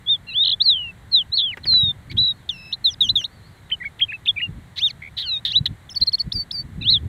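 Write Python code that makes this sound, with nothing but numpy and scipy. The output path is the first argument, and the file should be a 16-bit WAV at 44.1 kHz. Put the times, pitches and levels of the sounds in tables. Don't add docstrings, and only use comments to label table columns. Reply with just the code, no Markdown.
import sys
import numpy as np
from scipy import signal
from scipy.fft import rfft, irfft, next_fast_len
from scipy.io import wavfile
from scipy.ndimage import uniform_filter1d, map_coordinates

SR = 44100
rng = np.random.default_rng(int(sys.argv[2]) if len(sys.argv) > 2 else 0)


def generate_wav(signal):
    frames = np.transpose(np.atleast_2d(signal))
    scaled = np.clip(frames, -1, 1) * 32767
    pcm = np.round(scaled).astype(np.int16)
    wavfile.write(sys.argv[1], SR, pcm)


N = 312228


def amp(db):
    return 10 ** (np.asarray(db) / 20)


def unit(x):
    return x / np.sqrt(np.mean(x ** 2) + 1e-20)


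def along(points, hz):
    point_hz, point_db = np.transpose(points)
    return np.interp(np.log(hz + 1), np.log(point_hz), point_db)


def clock():
    return np.arange(N) / SR


def times(start, end):
    return np.arange(round(start * SR), round(end * SR)) / SR


def window(start, end, fade):
    t = clock()
    return np.sin(np.pi / 2 * np.clip(np.minimum(t - start, end - t) / fade, 0, 1)) ** 2


def swell(s, attack, release):
    opening = np.clip((s - s[0]) / attack, .01, 1) * np.clip((s[-1] - s) / release, .01, 1)
    return 20 * np.log10(np.sin(np.pi / 2 * opening) * opening ** .5)


def wobble(rate):
    knots = rng.standard_normal(int(N * rate / SR) + 4)
    return map_coordinates(knots, [clock() * rate])


def filtered(x, response):
    m = next_fast_len(N + SR // 2)
    return irfft(rfft(x, m) * response(np.fft.rfftfreq(m, 1 / SR)), m)[:N]


def noise(spectrum):
    return unit(filtered(rng.standard_normal(N), lambda hz: amp(along(spectrum, hz))))


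# frequency_hz, relative_level_per_hz_db
AIR_SPECTRUM = [(150, -30.5), (250, 0.5), (466, -4.5), (770, -3), (1320, -5.5), (1990, -2.5), (2580, -14.5),
                (3980, -10.5), (5070, -25.5), (7950, -18), (8670, -20), (14100, -26.5), (15600, -38)]


def air(level_db):
    return amp(level_db) * noise(AIR_SPECTRUM)


# frequency_hz, relative_level_per_hz_db
BREEZE_SPECTRUM = [(15, -43.5), (25, -13), (90, 1), (188, -7), (219, -13.5), (288, -23), (500, -33),
                   (650, -51.5), (1100, -120)]
# frequency_hz, relative_level_per_hz_db
GUST_SPECTRUM = [(21, -40.5), (35, -8.5), (96, 0.5), (115, 0), (298, -17), (473, -33.5), (600, -37.5),
                 (780, -69), (1320, -120)]
# centre_s, standard_deviation_s, level_db
GUSTS = [(1.718, 0.078, -37), (1.889, 0.026, -34), (2.162, 0.054, -31), (3.094, 0.054, -35.5),
         (4.502, 0.025, -34.5), (4.57, 0.023, -34), (5.609, 0.027, -32), (5.718, 0.025, -32.5),
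         (6.022, 0.0098, -27.5), (6.278, 0.016, -27), (6.366, 0.018, -26), (6.856, 0.16, -30),
         (7.044, 0.019, -31.5)]
# centre_s, peak_db
EDDIES = [(1.838, -17.5), (4.494, -20.5), (5.613, -13.5)]


def wind(breeze_db, thump_hz, thump_width):
    t = clock()
    gusts = sum(amp(db) * np.exp(-((t - s) / width) ** 2 / 2) for s, width, db in GUSTS)
    lumps = amp(2 * wobble(35))
    breeze = amp(breeze_db + 1.5 * wobble(14)) * noise(BREEZE_SPECTRUM)
    buffeting = gusts * lumps * noise(GUST_SPECTRUM)
    thumps = np.zeros(N)
    for s, db in EDDIES:
        burst = np.exp(-((t - s) / thump_width) ** 2)
        thumps += amp(db) * burst * np.cos(2 * np.pi * thump_hz * (t - s))
    return breeze + buffeting + thumps


# pitch_hz, gain_db
CARRY = [(2000, -13.5), (2650, -20.5), (3000, -13.5), (3300, -7), (3600, -2.5), (4000, 0.5), (4300, -5),
         (4550, -12), (4800, -23), (5400, -28.5)]
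# (time_s, pitch_hz)
WHISTLES = [ (-13.5, 0, 0.034, 0.027, -37, -55, [(.058, 3330), (.075, 3325), (.108, 3727), (.147, 3490),
            (.17, 3140)]), (-13.5, 0, 0.031, .014, -39.5, -18, [(.264, 2734), (.292, 2787), (.327, 2538),
            (.366, 3390), (.428, 3784), (.445, 3554), (.552, 3480)]),
            (-10.5, 4, 0.017, 0.027, -36, -53, [(.596, 3010), (.62, 4110), (.636, 4860), (.661, 4320),
            (.691, 4010), (.75, 3174), (.787, 2994), (.922, 2596)]),
            (-10.5, 2, 0.04, 0.019, -28.5, -50.5, [(1.11, 4437), (1.152, 3977), (1.205, 3245),
            (1.234, 2750)]), (-14.5, -0.5, 0.028, 0.014, -40, -54, [(1.317, 3710), (1.345, 4260),
            (1.366, 4480), (1.389, 3750), (1.412, 3430), (1.44, 3435), (1.513, 2870), (1.55, 1708)]),
            (-25.5, -4.5, 0.026, .003, -18.5, -44, [(1.63, 4065), (1.642, 4240), (1.645, 3330),
            (1.651, 3013)]), (-10, 8.5, 0.013, 0.013, -19.5, -38, [(1.651, 5205), (1.67, 4588),
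            (1.685, 4320), (1.73, 4048), (1.833, 3803), (1.922, 3545)]),
            (-14, 5.5, 0.012, .026, -14.5, -29.5, [(2.165, 3270), (2.176, 3210), (2.186, 3900),
            (2.212, 3983), (2.302, 3852), (2.331, 3735)]),
            (-6.5, 7.5, .005, 0.0061, -28, -17.5, [(2.902, 6100), (2.927, 5770), (2.938, 4980),
            (2.947, 4760)]), (-11.5, 0.5, .01, .02, -31.5, -15.5, [(6.808, 2504), (6.821, 2700),
            (6.83, 2370), (6.869, 3242), (6.897, 3893), (6.912, 4380), (6.935, 3964), (6.958, 3520),
            (6.987, 3000)]), ]


def whistles():
    for push_db, fade_db, attack, release, over_db, half_db, curve in WHISTLES:
        when, pitch = np.transpose(curve)
        s = times(when[0], when[-1])
        hz = np.interp(s, when, pitch)
        fade = np.linspace(0, fade_db, len(s))
        db = push_db - fade + along(CARRY, hz) + swell(s, attack, release)
        yield s, hz, db, over_db, half_db


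# frequency_hz, gain_db
THROAT = [(1200, -44.5), (1900, -10.5), (2600, -13), (3300, 8.5), (4000, 8.5), (4600, -4.5), (5300, -14.5),
          (6300, -9.5), (7000, -29.5), (7700, -43.5), (10000, -27), (13500, -28.5), (16000, -32.5)]
SPLIT_LOW_HZ, SPLIT_HIGH_HZ, SPLIT_LOSS_DB, UNDERTONE_SHARE = 2900, 3650, 34.5, .4


def source_gains(order, pitch, over_db, half_db, slope_db):
    harmonics = np.where(order == 1, 0, over_db - slope_db * np.abs(np.log2(order / 2)))
    loss_db = np.interp(pitch, [SPLIT_LOW_HZ, SPLIT_HIGH_HZ], [0, SPLIT_LOSS_DB])
    split_db = half_db - loss_db * np.where(order > 1, 1, UNDERTONE_SHARE)
    halves = split_db - slope_db * np.log2(order / 1.51) * np.where(order > 1, 2.8, .6)
    return amp(np.where(order % 1 == 0, harmonics, halves))


def lark(slope_db, jitter, shimmer_db, swing_db, hiss_db, rasp_hiss_db):
    t, swing, unsteady = clock(), trill(), wobble(900)
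    bend, pulsing, rasping = rasp(sweep=0.061, scatter_db=-1.5, chaos=.19)
    order = np.arange(1, 11)[:, None] / 2
    song, hiss = np.zeros(N), np.zeros(N)
    for s, hz, db, over_db, half_db in syllables():
        i = np.flatnonzero((t >= s.min()) & (t <= s.max()))
        pitch = uniform_filter1d(np.interp(t[i], s, hz), size=130, mode="nearest")
        pressed = amp(min(over_db, 0) / 2)
        quick_pitch = (pitch + swing[i]) * bend[i] * (1 + jitter * pressed * unsteady[i])
        edge = np.clip(np.minimum(t[i] - s.min(), s.max() - t[i]) / .002, 0, 1)
        voice_db = np.interp(t[i], s, db) + swing_db * swing[i] / pitch
        level = amp(voice_db) * np.sin(np.pi / 2 * edge) ** 2 * pulsing[i]
        source = source_gains(order, pitch, over_db, half_db, slope_db)
        throat_output = np.linalg.norm(source * amp(along(THROAT, order * pitch)), axis=0)
        audible = order * quick_pitch < SR / 2
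        partials = source * amp(along(THROAT, order * quick_pitch)) * audible / throat_output
        phase = 2 * np.pi * np.cumsum(quick_pitch) / SR
        song[i] += np.sqrt(2) * level * np.sum(partials * np.sin(order * phase), axis=0)
        breath = amp(hiss_db) * pressed + amp(rasp_hiss_db) * rasping[i]
        hiss[i] += level / np.clip(throat_output, .3, 1) * breath
    shimmer = amp(shimmer_db * wobble(160))
    return song * shimmer + hiss * noise([(1000, -23.0), (4000, -4.5), (7000, -7.5), (15000, -9.5)])


def scrub(x, t60, echo_db):
    t = np.arange(SR // 2) / SR
    tail = rng.standard_normal(len(t)) * amp(-60 * t / t60) * (t > .006)
    return amp(echo_db) * signal.fftconvolve(x, tail / np.linalg.norm(tail))[:N]


# start_s, end_s, rate_hz, depth_hz
TRILLS = [(0.4261, 0.542, 44.3, 650), (0.71, 0.805, 85, 60), (1.3678, 1.428, 97, 348),
          (2.175, 2.333, 41.3, 70), (2.536, 2.701, 40, 55), (2.719, 2.749, 130, 308.5),
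          (3.021, 3.078, 66, 80), (3.165, 3.219, 55, 90), (3.242, 3.266, 96, 275.2),
          (6.872, 6.967, 108.7, 130)]


def trill():
    t = clock()
    offset = np.zeros(N)
    for start, end, rate, depth in TRILLS:
        grow_and_die = window(start, end, .2 * (end - start))
        offset += depth * grow_and_die * np.sin(2 * np.pi * rate * (t - start))
    return offset


# frequency_hz, relative_level_db
TICK_COLOUR = [(150, 5.5), (400, 3), (1000, -2.5), (1800, 8.5), (4000, -15.5), (15000, -32.5)]
# start_s, level_db
TICKS = [(1.572, -29.5), (1.655, -30), (1.735, -30.5), (3.212, -37.5)]


def ticks(t60):
    t = clock()
    decays = sum(amp(db - 60 * np.abs(t - s) / t60) * (t > s) for s, db in TICKS)
    return noise(TICK_COLOUR) * decays


# (time_s, pitch_hz, level_db)
CREAKS = [ (-13, -43, [(2.098, 2120, -39), (2.113, 2355, -37), (2.132, 2010, -42)]),
          (-12, -6, [(2.941, 3950, -44), (2.944, 3740, -34.5), (2.947, 3000, -47.5)]),
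          (-3, -26.5, [(4.758, 1905, -39), (4.79, 2011, -20), (4.803, 2550, -35.5), (4.83, 3545, -18),
          (4.852, 3804, -13.5), (4.871, 3472, -17), (4.895, 2524, -41), (4.909, 2117, -27),
          (4.916, 1650, -45)]), (-44, -41, [(5.019, 2130, -34.5), (5.09, 2300, -41)]),
          (-21.5, 0.5, [(5.167, 3995, -38.5), (5.177, 3900, -20.5), (5.222, 3880, -24),
          (5.229, 3450, -26.5), (5.26, 3016, -31), (5.29, 2776, -24.5), (5.318, 2610, -21.5),
          (5.372, 2437, -23.5), (5.4, 2580, -47)]), (-11, 3, [(5.45, 3810, -13.5), (5.478, 3590, -22.5),
          (5.499, 3720, -26)]), (3.5, -17.5, [(5.5, 1583, -28.5), (5.511, 1600, -26.5), (5.522, 2023, -21),
          (5.53, 2520, -41)]), (-12.5, -29.5, [(5.529, 2570, -37), (5.536, 2850, -27.5),
          (5.55, 3026, -22.5), (5.562, 3753, -10), (5.571, 3912, -10.5), (5.587, 3976, -18.5),
          (5.604, 3845, -59)]), (-15.5, 3.5, [(5.656, 4226, -19), (5.662, 3594, -11.5),
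          (5.68, 3730, -35.5)]), ]


def creaks():
    for over_db, half_db, curve in CREAKS:
        s, hz, db = np.transpose(curve)
        yield s, hz, db, over_db, half_db


# start_s, end_s, rate_hz, unevenness (0 to 1)
RASPS = [(2.112, 2.14, 250, 0.7), (2.163, 2.175, 280, .5), (2.488, 2.495, 370, 0.7),
         (3.692, 3.712, 160, 0.5), (3.991, 4.007, 200, 0.5), (4.25, 4.273, 300, 0.4),
         (4.758, 4.796, 450, 0.7), (5.02, 5.087, 78, 0.1), (5.171, 5.249, 290, .6),
         (5.445, 5.512, 280, .65), (5.659, 5.679, 320, 0.8)]


def rasp(sweep, scatter_db, chaos):
    t, drift, stray, size = clock(), wobble(600), wobble(1100), wobble(450)
    bend, gain, presence = np.ones(N), np.ones(N), np.zeros(N)
    for start, end, rate, uneven in RASPS:
        melt = np.clip((end - t) / (uneven * (end - start)), 0, 1) ** .5
        on = window(start, end, 0.0025) * melt
        turn = 2 * np.pi * np.cumsum((t > start) * rate * (1 + uneven * drift)) / SR
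        bend += on * (sweep * np.sin(turn) + chaos * uneven * stray)
        pulse = 1 - (1 - uneven) * np.cos(turn)
        gain += on * (0.79 * amp(scatter_db * uneven * size) * pulse - 1)
        presence += on * uneven
    return bend, gain, presence


# time_s, pitch_hz, level_db
FAR_SONG = [(2.32, 4260, -58), (2.365, 4350, -62), (2.44, 3200, -63.5), (2.501, 3300, -91),
            (3.221, 4030, -90), (3.27, 4030, -62.5), (3.338, 4650, -61.5), (3.419, 4010, -60.5),
            (3.46, 4360, -53.5), (3.495, 5020, -72), (3.56, 4060, -61), (3.597, 4080, -72),
            (3.689, 3750, -55.5)]


def far_bird():
    s, hz, db = np.transpose(FAR_SONG)
    phase = 2 * np.pi * np.cumsum(np.interp(clock(), s, hz)) / SR
    level = amp(np.interp(clock(), s, db)) * window(s[0], s[-1], 0.018)
    whistle = level * np.sin(phase)
    return whistle + scrub(whistle, t60=.35, echo_db=-4.5)


# start_s, fall_s, flick_s, top_hz, rest_hz,
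# settling_s, push_db, flick_push_db, overtones_db
FALLS = [(2.489, .231, .037, 3987, 2620, 0.022, -13.5, -18, -4.5),
         (2.841, .068, 0.0045, 4320, 1500, .135, -12.5, -20, -0.5),
         (3.005, .08, .037, 3992, 2137, .079, -9.5, -10.5, 0),
         (3.154, .083, .032, 3915, 2250, .068, -10.5, -20.5, 0.5)]
FLICK_HZ, FLICK_S = 4030, .013


def falls(attack, release, steepness, half_db):
    for start, fall, flick, top_hz, rest_hz, settle, push_db, flick_db, over_db in FALLS:
        s = times(start, start + fall + flick)
        up = np.clip((s - start - fall) / FLICK_S, 0, 1)
        sinking_hz = rest_hz + (top_hz - rest_hz) * np.exp((start - s) / settle)
        hz = (1 - up) * sinking_hz + up * FLICK_HZ
        push = (1 - up) * push_db + up * flick_db
        yield s, hz, push + steepness * along(CARRY, hz) + swell(s, attack, release), over_db, half_db


# dip_s (time of the dip), dip_hz, tone_hz, spring_s,
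# bounce_hz, dip_db, tone_db, length_s
CHIPS = [(3.71, 1830, 3057, 0.0096, 67, -39.5, -17.5, .047),
         (3.845, 1542, 2220, .009, -1.5, -37.5, -25.5, .043),
         (4.005, 2025, 3245, .012, 101, -32.5, -11.5, 0.05), (4.126, 1660, 2626, .010, 4.5, -33, -28, .046),
         (4.269, 2520, 3463, 0.015, 170, -29, -8.5, 0.047),
         (4.408, 1900, 2827, 0.013, 2, -28, -20.5, 0.068)]


def chips(lead, dip_share, sag, rise, attack, release_share, over_db, half_db):
    for dip, dip_hz, tone_hz, spring, bounce_hz, dip_db, tone_db, length in CHIPS:
        s = times(dip - lead, dip + length)
        u = s - dip
        bounce = bounce_hz * np.sin(np.pi * np.maximum(u / spring - .5, 0))
        tone = tone_hz * (1 - sag * (u / length - .5)) + bounce
        hz = tone + (dip_hz - tone) * np.exp(-np.abs(u / (dip_share * spring)) ** 2.5)
        db = np.interp(u, [0, rise * spring], [dip_db, tone_db])
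        yield s, hz, db + swell(s, attack, release_share * length), over_db, half_db


# centre_s, bottom_hz, level_db
SCOOPS = [(3.817, 1920, -30.5), (4.098, 2462, -29.5), (4.377, 2314, -25)]


def scoops(half_length, bow_hz, over_db, half_db):
    for centre, bottom_hz, db in SCOOPS:
        s = times(centre - half_length, centre + half_length)
        hz = bottom_hz + bow_hz * ((s - centre) / half_length) ** 2
        yield s, hz, db + swell(s, half_length, half_length / 2), over_db, half_db


# centre_s, bottom_hz, push_db, blip_db
HOOKS = [(5.918, 5200, -12, -35), (5.971, 4420, -10.5, -38.5), (6.026, 4085, -10.5, -41),
         (6.084, 4163, -12.5, -49), (6.144, 4230, -11, -37.5), (6.208, 4363, -10.5, -33.5)]


def blips(length, lead, high_hz, low_hz):
    out = np.zeros(N)
    t = times(0, length)
    phase = 2 * np.pi * np.cumsum(high_hz + (low_hz - high_hz) * t / length) / SR
    blip = np.sqrt(2) * np.hanning(len(t)) * np.sin(phase)
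    for centre, _, _, db in HOOKS:
        out[round((centre - lead) * SR):][:len(t)] += amp(db) * blip
    return out


def hooks(before, after, bow_hz, attack, release, over_db, half_db):
    for centre, bottom_hz, push_db, _ in HOOKS:
        s = times(centre - before, centre + after)
        hz = bottom_hz + bow_hz * np.abs((s - centre) / before) ** 2.6
        yield s, hz, push_db + along(CARRY, hz) + swell(s, attack, release), over_db, half_db


# time_after_start_s, pitch_hz, level_db
WHIP_SHAPE = [(0, 3110, -48.5), (.005, 3550, -20.5), (.009, 4450, -21), (0.013, 5560, -35.5),
              (0.029, 4880, -34), (0.042, 4697, -24), (.069, 4570, -28.5), (.088, 4490, -22.5),
              (.106, 4540, -30.5), (0.122, 4600, -47.5)]
# start_s, gain_db
WHIPS = [(6.317, 0.94), (6.507, -1.3)]


def whips(over_db, half_db):
    s, hz, db = np.transpose(WHIP_SHAPE)
    for start, gain_db in WHIPS:
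        yield start + s, hz, db + gain_db, over_db, half_db


def syllables():
    return [
        *whistles(),
        *creaks(),
        *falls(attack=0.0057, release=0.027, steepness=1.475, half_db=-32.5),
        *chips(lead=.016, dip_share=.62, sag=.07, rise=1.44, attack=0.0081, release_share=0.66,
               over_db=-46, half_db=-48.5),
        *scoops(half_length=0.019, bow_hz=480, over_db=-50.5, half_db=-52),
        *hooks(before=.021, after=0.018, bow_hz=1700, attack=0.0019, release=.008,
               over_db=-5.5, half_db=-23.5),
        *whips(over_db=-7, half_db=-24),
    ]


def scene():
    song = lark(slope_db=9.5, jitter=0.0045, shimmer_db=0.93, swing_db=13, hiss_db=-40, rasp_hiss_db=-27)
    song = song + blips(length=0.012, lead=.028, high_hz=3900, low_hz=2700)
    quiet = air(level_db=-54.0)
    breeze = wind(breeze_db=-46.5, thump_hz=123, thump_width=0.0054)
    echo = scrub(song, t60=0.12, echo_db=-35.5)
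    return (song + echo + far_bird() + breeze + ticks(t60=0.053) + quiet)[None]


TOP_HZ = 15750


def record(dry):
    return filtered(dry[0], lambda hz: hz < TOP_HZ)[None]


dry = scene()
out = record(dry)
generate_wav(out)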